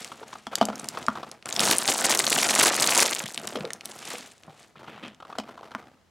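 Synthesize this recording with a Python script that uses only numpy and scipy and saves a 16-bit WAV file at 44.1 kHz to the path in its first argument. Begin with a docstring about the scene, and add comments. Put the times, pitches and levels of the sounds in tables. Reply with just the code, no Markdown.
"""In a small carpeted room, thin plastic wrap is pulled off a disc case and crumpled in both hands, close by.
Creases in the film buckle one by one, each a tiny snap; the wad goes on ticking as it relaxes.
The hollow case knocks, creaks and rubs as it is stood on the carpet, then picked up and set straight.
Clicks excite film and case: filtered pulses give the snaps, modes the knocks, stick-slip noise the rubbing."""
import sys
import numpy as np
from scipy import signal
from scipy.fft import rfft, irfft
from scipy.io import wavfile
from scipy.ndimage import uniform_filter1d

SR = 44100
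rng = np.random.default_rng(int(sys.argv[2]) if len(sys.argv) > 2 else 0)


def wav_out(sig):
    """Save sig, one row per channel (or a flat mono array), as 16-bit PCM at SR to the path in sys.argv[1]."""
    wavfile.write(sys.argv[1], SR, np.round(np.clip(np.atleast_2d(sig).T, -1, 1) * 32767).astype(np.int16))


N = 269362
TIME = np.arange(N) / SR  # s


def amp(db):
    """Decibel law: level to amplitude gain."""
    return 10 ** (np.asarray(db) / 20)


def evened(x):
    """Normalisation to rms 1."""
    return x / np.sqrt(np.mean(x ** 2) + 1e-20)


def read(points, hz):
    """Interpolation of a spectrum on a logarithmic frequency axis."""
    f, value = np.transpose(points)
    return np.interp(np.log(hz + 1), np.log(f + 1), value)


def add(mix, s, sound):
    """Superposition: adds a sound to the mix, in place, from time s."""
    part = mix[round(s * SR):][:len(sound)]
    part += sound[:len(part)]


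def convolve(x, response):
    """Linear filtering by an impulse response, keeping the length of x."""
    return signal.oaconvolve(x, response)[:len(x)]


def pulse(colour, size=2048):
    """Minimum phase: the sharpest causal click of energy 1 with the spectrum colour(Hz) in dB."""
    level_db = np.maximum(colour(abs(np.fft.fftfreq(size, 1 / SR))), -100)
    log_gain = np.log(amp(level_db))
    # the Hilbert transform of the log gain supplies the phase
    spectrum = np.exp(np.conj(signal.hilbert(log_gain)))
    click = np.fft.ifft(spectrum).real
    return click / np.linalg.norm(click)


def hump(hz, centre, octaves):
    """Broad resonance in dB, its skirts tending to an even fall per octave."""
    distance = np.log2((hz + 20) / centre) / octaves
    return 20 * (1 - np.hypot(1, distance))


def tinted(x, colour):
    """Spectral shaping that conserves the power of white noise."""
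    return convolve(x, pulse(lambda hz: read(colour, hz)))


def attack_scaled(x, size):
    """Onset normalisation: the first size samples get rms 1."""
    return x / np.sqrt(np.mean(x[:size] ** 2))


def levelled(x, size):
    """Short-time power normalisation: power near 1 over a window, the grain inside it kept."""
    power = uniform_filter1d(uniform_filter1d(x ** 2, size), size)
    floor = .01 * np.mean(x ** 2)
    return x / np.sqrt(abs(power) + floor)


def drift(size):
    """Low-pass randomness: a wandering value of rms 1 that changes over size samples."""
    return evened(uniform_filter1d(rng.standard_normal(N), size))


def slips(per_s, spread_db):
    """Random point process: clicks of random sign, many small and a few large."""
    sizes = amp(spread_db * np.minimum(rng.exponential(1, N), 4))
    signs = rng.choice([-1, 1], N)
    return sizes * signs * (rng.random(N) < per_s / SR)


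def flutter(share_db, t60, size=1024):
    """Bending waves: a unit click, then decaying noise of level share_db beside it."""
    waves = rng.standard_normal(size) * amp(-60 * np.arange(size) / SR / t60)
    waves *= amp(share_db) / np.linalg.norm(waves)
    waves[0] = 1
    return waves


def shiver(clicks, share_db, t60):
    """Reverberant energy: each click leaves a short, irregular trembling of the plastic behind it."""
    keep = amp(-120 / (t60 * SR))  # power kept per sample
    power = signal.lfilter([1 - keep], [1, -keep], clicks ** 2)
    return clicks + amp(share_db) * np.sqrt(power) * rng.standard_normal(len(clicks))


def strokes(rows, rise_s, hold_db, fade_db_per_s):
    """Incoherent addition of hand movements: each rises, shifts by hold_db while held, then fades."""
    power = np.zeros(N)
    for start, length, db in rows:
        t = TIME - start
        rise = np.clip(t / rise_s, 0, 1)
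        held_db = hold_db * (np.clip(t / length, 0, 1) - .5)
        fade_db = fade_db_per_s * np.maximum(t - length, 0)
        power += (rise * amp(db + held_db - fade_db)) ** 2
    return np.sqrt(power)


# spectrum of the air: (f/Hz, relative level/dB)
AIR_SPECTRUM = [(30, -15.5), (70, -4), (200, -9), (600, -12.5), (7000, -28.5), (16000, -42)]


def air():
    """Stationary broadband noise: the quiet air of the room."""
    return tinted(rng.standard_normal(N), AIR_SPECTRUM)


# decay and colour of the small carpeted room: (f/Hz, t60/s, relative level/dB)
ROOM_DECAY = [(90, 0.6, -3), (300, 0.36, 0), (1030, 0.21, -5), (3230, 0.22, -5), (8000, 0.14, -7)]


def room(x, wet_db=-11, size=20000):
    """Reverberation: a faint tail of sparse reflections; the bass lingers longest."""
    late = np.arange(size) / SR > .005
    taps = rng.standard_normal(size) * (rng.random(size) < .1) * late
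    hz, t, z = signal.stft(taps, SR, nperseg=256)
    table = np.array(ROOM_DECAY)
    t60 = read(table[:, :2], hz)[:, None]
    tail = signal.istft(z * amp(-60 * t / t60), SR, nperseg=256)[1]
    tail_hz = np.fft.rfftfreq(len(tail), 1 / SR)
    spectrum = rfft(tail / np.linalg.norm(tail))
    tail = irfft(spectrum * amp(read(table[:, ::2], tail_hz)))
    return amp(wet_db) * convolve(x, tail)


# dull bumps of the hands, each a short round note: (t/s, level/dB, f/Hz)
HAND_BUMPS = [(0.215, -38.5, 450), (3.238, -37, 180), (3.434, -43, 390), (3.555, -23.5, 484),
              (3.573, -27, 492), (3.604, -31.5, 188), (3.644, -30, 507), (3.663, -36.5, 470),
              (4.137, -39.5, 492), (4.479, -42, 779), (4.478, -44.5, 176)]


def bumps(rise_s=0.00089, t60=0.11, thud_db=-6, size=8192):
    """Damped resonance: soft skin sets one low note going, which dies quickly over a rough thud."""
    out, t = np.zeros(N), np.arange(size) / SR
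    for s, db, hz in HAND_BUMPS:
        note = np.sin(2 * np.pi * hz * t) * (1 - np.exp(-t / rise_s)) * amp(-60 * t / t60)
        thud = attack_scaled(pulse(lambda f: hump(f, hz, 0.65)), size=256)
        add(note, 0, amp(thud_db) * convolve(thud, flutter(share_db=2.5, t60=0.066, size=2048)))
        add(out, s, amp(db) * note)
    return out


# fingers rubbing on the plastic: (start t/s, length t/s, level/dB before trim)
FINGER_RUBS = [(0.0, 0.38, -50.5), (0.51, 0.76, -42.5), (1.452, 0.4, -42), (1.57, 0.14, -29),
               (1.95, 1, -39), (3.37, 0.34, -42), (3.8, 0.4, -49), (4.42, 0.21, -56), (4.79, 0.25, -48.5),
               (5.26, 0.56, -48.5)]
# spectrum of the rubbed plastic: (f/Hz, relative level/dB)
RUB_SPECTRUM = [(40, -33.5), (110, -3), (220, 1.5), (520, -2.5), (700, 1.5), (1000, -4.5), (1300, -2),
                (1700, -7.5), (3000, -14), (12000, -32.5)]
# edge of the case dragged over the carpet: (start t/s, length t/s, level/dB before trim)
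CARPET_DRAGS = [(4.757, 0.019, -45), (4.86, 0.14, -46.5), (5.022, 0.047, -36.5)]
# spectrum of the dragged edge: (f/Hz, relative level/dB)
DRAG_SPECTRUM = [(40, -32), (160, 6.5), (800, -5), (3200, -4), (5000, -21), (14000, -42)]


def rubbing(rub_trim_db=-2, drag_trim_db=-2, patchy_db=3):
    """Stick-slip friction: each catch of skin stirs low and high panel bands unequally; carpet catches too."""
    catches, fingers = slips(500, spread_db=2.3), np.zeros(N)
    for low_hz, high_hz in [(40, 400), (400, 950), (950, 14000)]:
        uneven = catches * amp(patchy_db * rng.standard_normal(N))
        stirred = shiver(uneven, share_db=16, t60=0.014)
        panel = signal.butter(2, [low_hz, high_hz], "band", fs=SR, output="sos")
        fingers += signal.sosfilt(panel, levelled(stirred, size=3500))
    fingers *= amp(2.8 * drift(size=900))
    rub_gain = strokes(FINGER_RUBS, rise_s=0.0047, hold_db=-2.5, fade_db_per_s=113.5)
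    fingers *= amp(rub_trim_db) * rub_gain
    pile = levelled(shiver(slips(700, spread_db=2.2), share_db=2, t60=.007), size=1100)
    drag_gain = strokes(CARPET_DRAGS, rise_s=0.016, hold_db=-5.5, fade_db_per_s=292)
    pile *= amp(drag_trim_db) * drag_gain
    return tinted(fingers, RUB_SPECTRUM) + tinted(pile, DRAG_SPECTRUM)


# the lid shifts against the shell under the fingers, a short dry creak each time: (t/s, level/dB)
LID_CREAKS = [(0.117, -36.5), (0.23, -38), (0.329, -34.5), (0.354, -36.5), (0.532, -32.5), (0.728, -36.5),
              (0.9725, -27.5), (1.154, -32), (1.172, -33.5), (1.2307, -33), (4.756, -47), (4.81, -54),
              (4.842, -45), (4.879, -40), (4.977, -43.5), (5.202, -43), (5.2247, -39.5), (5.25, -42.5),
              (5.3, -38), (5.326, -35.5), (5.353, -39), (5.476, -49), (5.49, -38.5), (5.576, -39.5),
              (5.59, -46), (5.63, -40), (5.678, -50.5), (5.716, -41), (5.825, -49)]
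# spectrum of a creak: (f/Hz, relative level/dB)
CREAK_SPECTRUM = [(100, -16), (600, -4), (1300, 3.5), (1800, -16.5), (3500, -15.5), (14000, -44.5)]


def creaks(length_s=0.0077):
    """Micro-slip friction: a dense run of tiny slips as a noise burst, sharp at onset and soon over."""
    out, t = np.zeros(N), TIME[:2048]
    for s, db in LID_CREAKS:
        burst = rng.standard_normal(len(t)) * np.exp(-(t / length_s) ** 2)
        run = tinted(burst, CREAK_SPECTRUM)
        add(out, s, amp(db) * attack_scaled(run, size=256))
    return out


# hollow knocks of the case: (t/s, level/dB before trim, f/Hz,
# contact tick level/dB before trim and rebound level/dB, both relative to the knock)
CASE_KNOCKS = [(0.4684, -30.5, 940, 0.5, -30), (0.6126, -14.5, 780, -3, -4.5), (0.686, -26, 710, -7, -2.5),
               (1.0836, -19, 1100, -12, -29), (3.5572, -28.5, 603, 3, -7), (4.1383, -39.5, 720, 0, -15),
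               (5.3848, -27.5, 710, 3, -4.5), (5.7499, -27, 1190, -15, -25.5)]
# modes of the case: (f/Hz, relative level/dB, t60/s)
CASE_MODES = [(205, 5, 0.11), (307, -5, 0.14), (436, 23.5, 0.013), (670, 8.5, 0.078), (1000, 0.5, 0.086),
              (1195, 28, 0.0084), (1384, 14.5, 0.032)]
# crack of hard plastic meeting plastic: (f/Hz, relative level/dB)
CRACK_SPECTRUM = [(300, -12), (1900, -7), (3100, 0), (3800, -6), (5500, -8), (16000, -33)]
# the loose lid chatters after a knock: (delay t/s, level/dB relative to the rebound level)
LID_CHATTER = [(0.0045, -9.5), (0.0145, -3)]


def knocks(trim_db=-1, ring_db=-13, tick_trim_db=-2, thump_db=-5, thump_hz=260, ring_octaves=1.0, size=8192):
    """Modal excitation: a blow pushes the panel, rings modes near its pitch, thumps the body and ticks."""
    out, t = np.zeros(N), np.arange(size) / SR
    mode_hz, mode_db, t60 = np.transpose(CASE_MODES)[:, :, None]
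    crack = pulse(lambda f: read(CRACK_SPECTRUM, f))
    # each knock lands, then the lid chatters
    landings = [(s, db, hz, hard_db) for s, db, hz, hard_db, _ in CASE_KNOCKS]
    rebounds = [(s + late, db + back_db + soft_db, hz, hard_db)
                for s, db, hz, hard_db, back_db in CASE_KNOCKS for late, soft_db in LID_CHATTER]
    for s, db, hz, hard_db in landings + rebounds:
        # the grip detunes the modes, and the place of the blow sets their phases
        grip, place = rng.uniform(-1, 1, (2, len(CASE_MODES), 1))
        modes = np.sin(2 * np.pi * mode_hz * (1 + 0.017 * grip) * t + np.pi * place)
        ring = (modes * amp(mode_db + hump(mode_hz, hz, ring_octaves) - 60 * t / t60)).sum(0)
        blow = amp(ring_db) * ring * (1 - np.exp(-t / 0.000093))
        contact = attack_scaled(pulse(lambda f: hump(f, hz, 0.44)), size=88)
        tick = attack_scaled(convolve(crack, flutter(share_db=22.5, t60=0.013)), size=66)
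        add(contact, 0, amp(hard_db + tick_trim_db) * tick)
        # the hollow shell shudders after the contact
        shudder = flutter(share_db=-6, t60=0.07, size=4096)
        add(blow, 0, convolve(np.pad(contact, (0, size)), shudder))
        # duller blows move more of the body
        thump = attack_scaled(pulse(lambda f: hump(f, thump_hz, .3)), size=256)
        add(blow, 0, amp(thump_db) * thump_hz / hz * thump)
        add(out, s, amp(db + trim_db) * blow)
    return out


# smooth film sliding past: (peak t/s, level/dB before the film's gains, e-folding time/s)
FILM_SLIDES = [(0.01, -41, 0.076), (0.33, -50, 0.08), (0.98, -49, 0.2), (4.12, -38, 0.1),
               (4.622, -49.5, 0.04)]


def slides():
    """Exponential growth and decay: gain of the sliding film about each peak."""
    return sum(amp(db) * np.exp(-abs(TIME - s) / fold_s) for s, db, fold_s in FILM_SLIDES)


# the hands tug or squeeze the film: (start t/s, length t/s, level/dB)
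FILM_SQUEEZES = [(0.77, 0.11, -49), (1.456, 0.36, -38), (1.59, 0.14, -23.5), (1.79, 0.14, -31),
                 (1.872, 0.026, -21.5), (1.96, 0.054, -26.5), (2.03, 0.1, -21.5), (2.17, 0.034, -25),
                 (2.265, 0.35, -24), (2.583, 0.092, -18.5), (2.775, 0.19, -23), (2.96, 0.066, -20),
                 (3.09, 0.024, -29.5), (3.32, 0.21, -46), (3.84, 0.33, -46.5)]


def squeezing(grip_s=0.013, tighten_db=2, let_go_db_per_s=300.5, relax_db=-5, relax_db_per_s=69):
    """Loading and relaxation: gain that follows each squeeze, then the slower relaxing of the wad."""
    held = strokes(FILM_SQUEEZES, grip_s, tighten_db, let_go_db_per_s)
    relaxing = amp(relax_db) * strokes(FILM_SQUEEZES, grip_s, tighten_db, relax_db_per_s)
    return np.maximum(held, relaxing)


# spectrum of the film, for its snaps and its crackle: (f/Hz, relative level/dB)
FILM_SPECTRUM = [(40, -36), (120, -7), (260, 4.5), (720, 7), (1050, 5.5), (2200, 4), (5000, 2.5), (7800, 4),
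                 (10000, -0.5), (12500, -8), (16000, -17)]


def snap(hz, octaves=1.15):
    """Snap-through buckling: one crease flips at its own pitch, then the film shivers briefly."""
    flip = pulse(lambda f: hump(f, hz, octaves) + np.minimum(read(FILM_SPECTRUM, f), 0))
    flip = convolve(flip, flutter(share_db=3, t60=0.004))
    return attack_scaled(convolve(flip, flutter(share_db=-7, t60=0.014)), size=44)


# sliding film is strongest around 3 kHz, with less bass and less extreme top than buckling film:
# (f/Hz, level/dB relative to the film spectrum)
SWISH_SPECTRUM = [(200, -3), (900, 0.5), (3000, 7.5), (6000, 3), (16000, -4)]


def crumple(swish_db=-25, facet_hz=5800, count=14):
    """Crackling noise: squeezing buckles more creases; small facets crackle high, wide ones pop low."""
    crush, sliding = squeezing(), slides() * amp(2.2 * drift(size=700))
    # the drifting rate gathers the buckles into short cascades
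    per_s = (360 + 2800 * crush / crush.max()) * amp(4.3 * drift(size=350))
    small, wide = slips(per_s, spread_db=4.9), slips(per_s / 2, spread_db=3.8)
    # each facet has its own pitch, and the run of pitches drifts
    octaves_off = .8 * rng.standard_normal(N) + .45 * drift(size=600)
    pitch = facet_hz * 2 ** octaves_off
    centres, hz = np.geomspace(150, 14000, count), np.fft.rfftfreq(N, 1 / SR)
    bands = amp(hump(hz, centres[:, None], .34))
    bands /= np.linalg.norm(bands, axis=0)  # band powers sum to 1
    crackle = np.zeros(N)
    for centre, band in zip(centres, bands):
        buckles = small * amp(hump(centre, pitch, .75)) + wide * (1000 / centre) ** 2
        buckles = buckles * rng.choice([-1, 1], N)
        buckles = shiver(buckles, share_db=0, t60=.0035)
        buckles = shiver(buckles, share_db=-15, t60=.016)
        crackle += irfft(rfft(levelled(buckles, size=2100)) * band, N)
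    swish = tinted(levelled(slips(9000, spread_db=3), size=1000), SWISH_SPECTRUM)
    # squeezed film mostly buckles, while sliding film also swishes
    crackle_gain = np.hypot(crush, 0.6 * sliding)
    swish_gain = np.hypot(amp(swish_db) * crush, 0.5 * sliding)
    return tinted(crackle_gain * crackle + swish_gain * swish, FILM_SPECTRUM)


# single creases and ticks of the film, loud and faint: (t/s, level/dB before trim, f/Hz)
SINGLE_SNAPS = [(0.0461, -26.5, 4800), (0.555, -12.5, 4580), (0.5844, -28.5, 5700), (0.654, -19.5, 4630),
                (0.7567, -30, 5360), (0.7974, -26, 6200), (0.844, -30, 4570), (0.8875, -19, 6660),
                (1.0276, -33, 2800), (1.0656, -27, 3800), (1.315, -30, 5520), (1.426, -38, 2990),
                (1.458, -26, 5400), (1.5088, -28.5, 2800), (1.5264, -17.5, 4840), (1.564, -15.5, 3550),
                (1.5944, -8, 4530), (1.605, -11, 4900), (1.6867, -16.5, 4000), (1.7117, -9, 7500),
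                (1.7839, -6.5, 8500), (1.878, -10, 5630), (1.887, -21, 5440), (2.0695, -40.5, 6270),
                (2.0957, -16, 5800), (2.1165, -14, 6000), (2.126, -20.5, 5000), (2.1743, -15, 9000),
                (2.1911, -9.5, 5540), (2.2673, -10.5, 3150), (2.3038, -12.5, 7000), (2.3297, -13, 5700),
                (2.3871, -12, 3610), (2.43, -11, 4180), (2.509, -16, 3040), (2.5518, -9.5, 7500),
                (2.591, -14.5, 6660), (2.6233, -19, 6590), (2.6308, -13.5, 4210), (2.737, -17.5, 900),
                (2.7436, -17, 7160), (2.7668, -21, 4350), (2.8103, -16.5, 7530), (2.824, -10, 6800),
                (2.842, -14, 4300), (2.874, -11, 7000), (2.9507, -22, 2980), (2.9769, -5, 6600),
                (3.0032, -6.5, 6800), (3.0247, -10.5, 6750), (3.056, -18.5, 4300), (3.094, -24, 4260),
                (3.129, -24, 5000), (3.1915, -23, 5400), (3.24, -29, 2700), (3.2642, -27, 2970),
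                (3.3451, -25, 4900), (3.377, -18, 2800), (3.4731, -22.5, 7500), (3.4765, -24.5, 2580),
                (3.5066, -37, 2480), (3.6076, -30, 1620), (3.6522, -26.5, 2050), (3.7054, -24.5, 2480),
                (3.7335, -22.5, 8350), (3.8092, -31, 2880), (3.8567, -23.5, 7760), (4.1043, -28, 3000),
                (4.435, -40.5, 2500), (5.081, -40, 3260), (5.147, -46.5, 3500)]


def creases(trim_db=-1):
    """Discrete buckling events: single creases and ticks, loud and faint, each placed by time."""
    out = np.zeros(N)
    for s, db, hz in SINGLE_SNAPS:
        add(out, s, amp(db + trim_db) * snap(hz))
    return out


# difference between the two microphone ports: (f/Hz, level/dB relative to the sound)
PORT_DIFFERENCE = [(60, -29), (250, -20), (1200, -38.5), (4500, -21)]


def scene(air_db=-65, air_side_db=-71, balance_db=.25):
    """Mid-side stereo: film and case near the middle, the air of the room from all around."""
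    near = creases() + crumple() + knocks() + creaks() + bumps() + rubbing()
    heard = near + room(near)
    mid = heard + amp(air_db) * air()
    # the place of the sound wanders between the two ports
    place = drift(size=400)
    port_gain = amp(read(PORT_DIFFERENCE, np.fft.rfftfreq(N, 1 / SR)))
    side = irfft(rfft(place * heard) * port_gain, N) + amp(air_side_db) * air()
    return np.array([(mid + side) * amp(balance_db), (mid - side) * amp(-balance_db)])


def record(dry, low_cut_hz=65, edge_hz=16100):
    """Band limiting and soft saturation: deep bass is lost, tall peaks are rounded, the top is cut."""
    thinned = signal.sosfilt(signal.butter(2, low_cut_hz, "high", fs=SR, output="sos"), dry)
    rounded = .7 * np.tanh(thinned / .7)
    low_pass = signal.firwin(401, edge_hz, window=("kaiser", 9), fs=SR)
    return signal.oaconvolve(rounded, low_pass[None], "same")


dry = scene()
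out = record(dry)
wav_out(out)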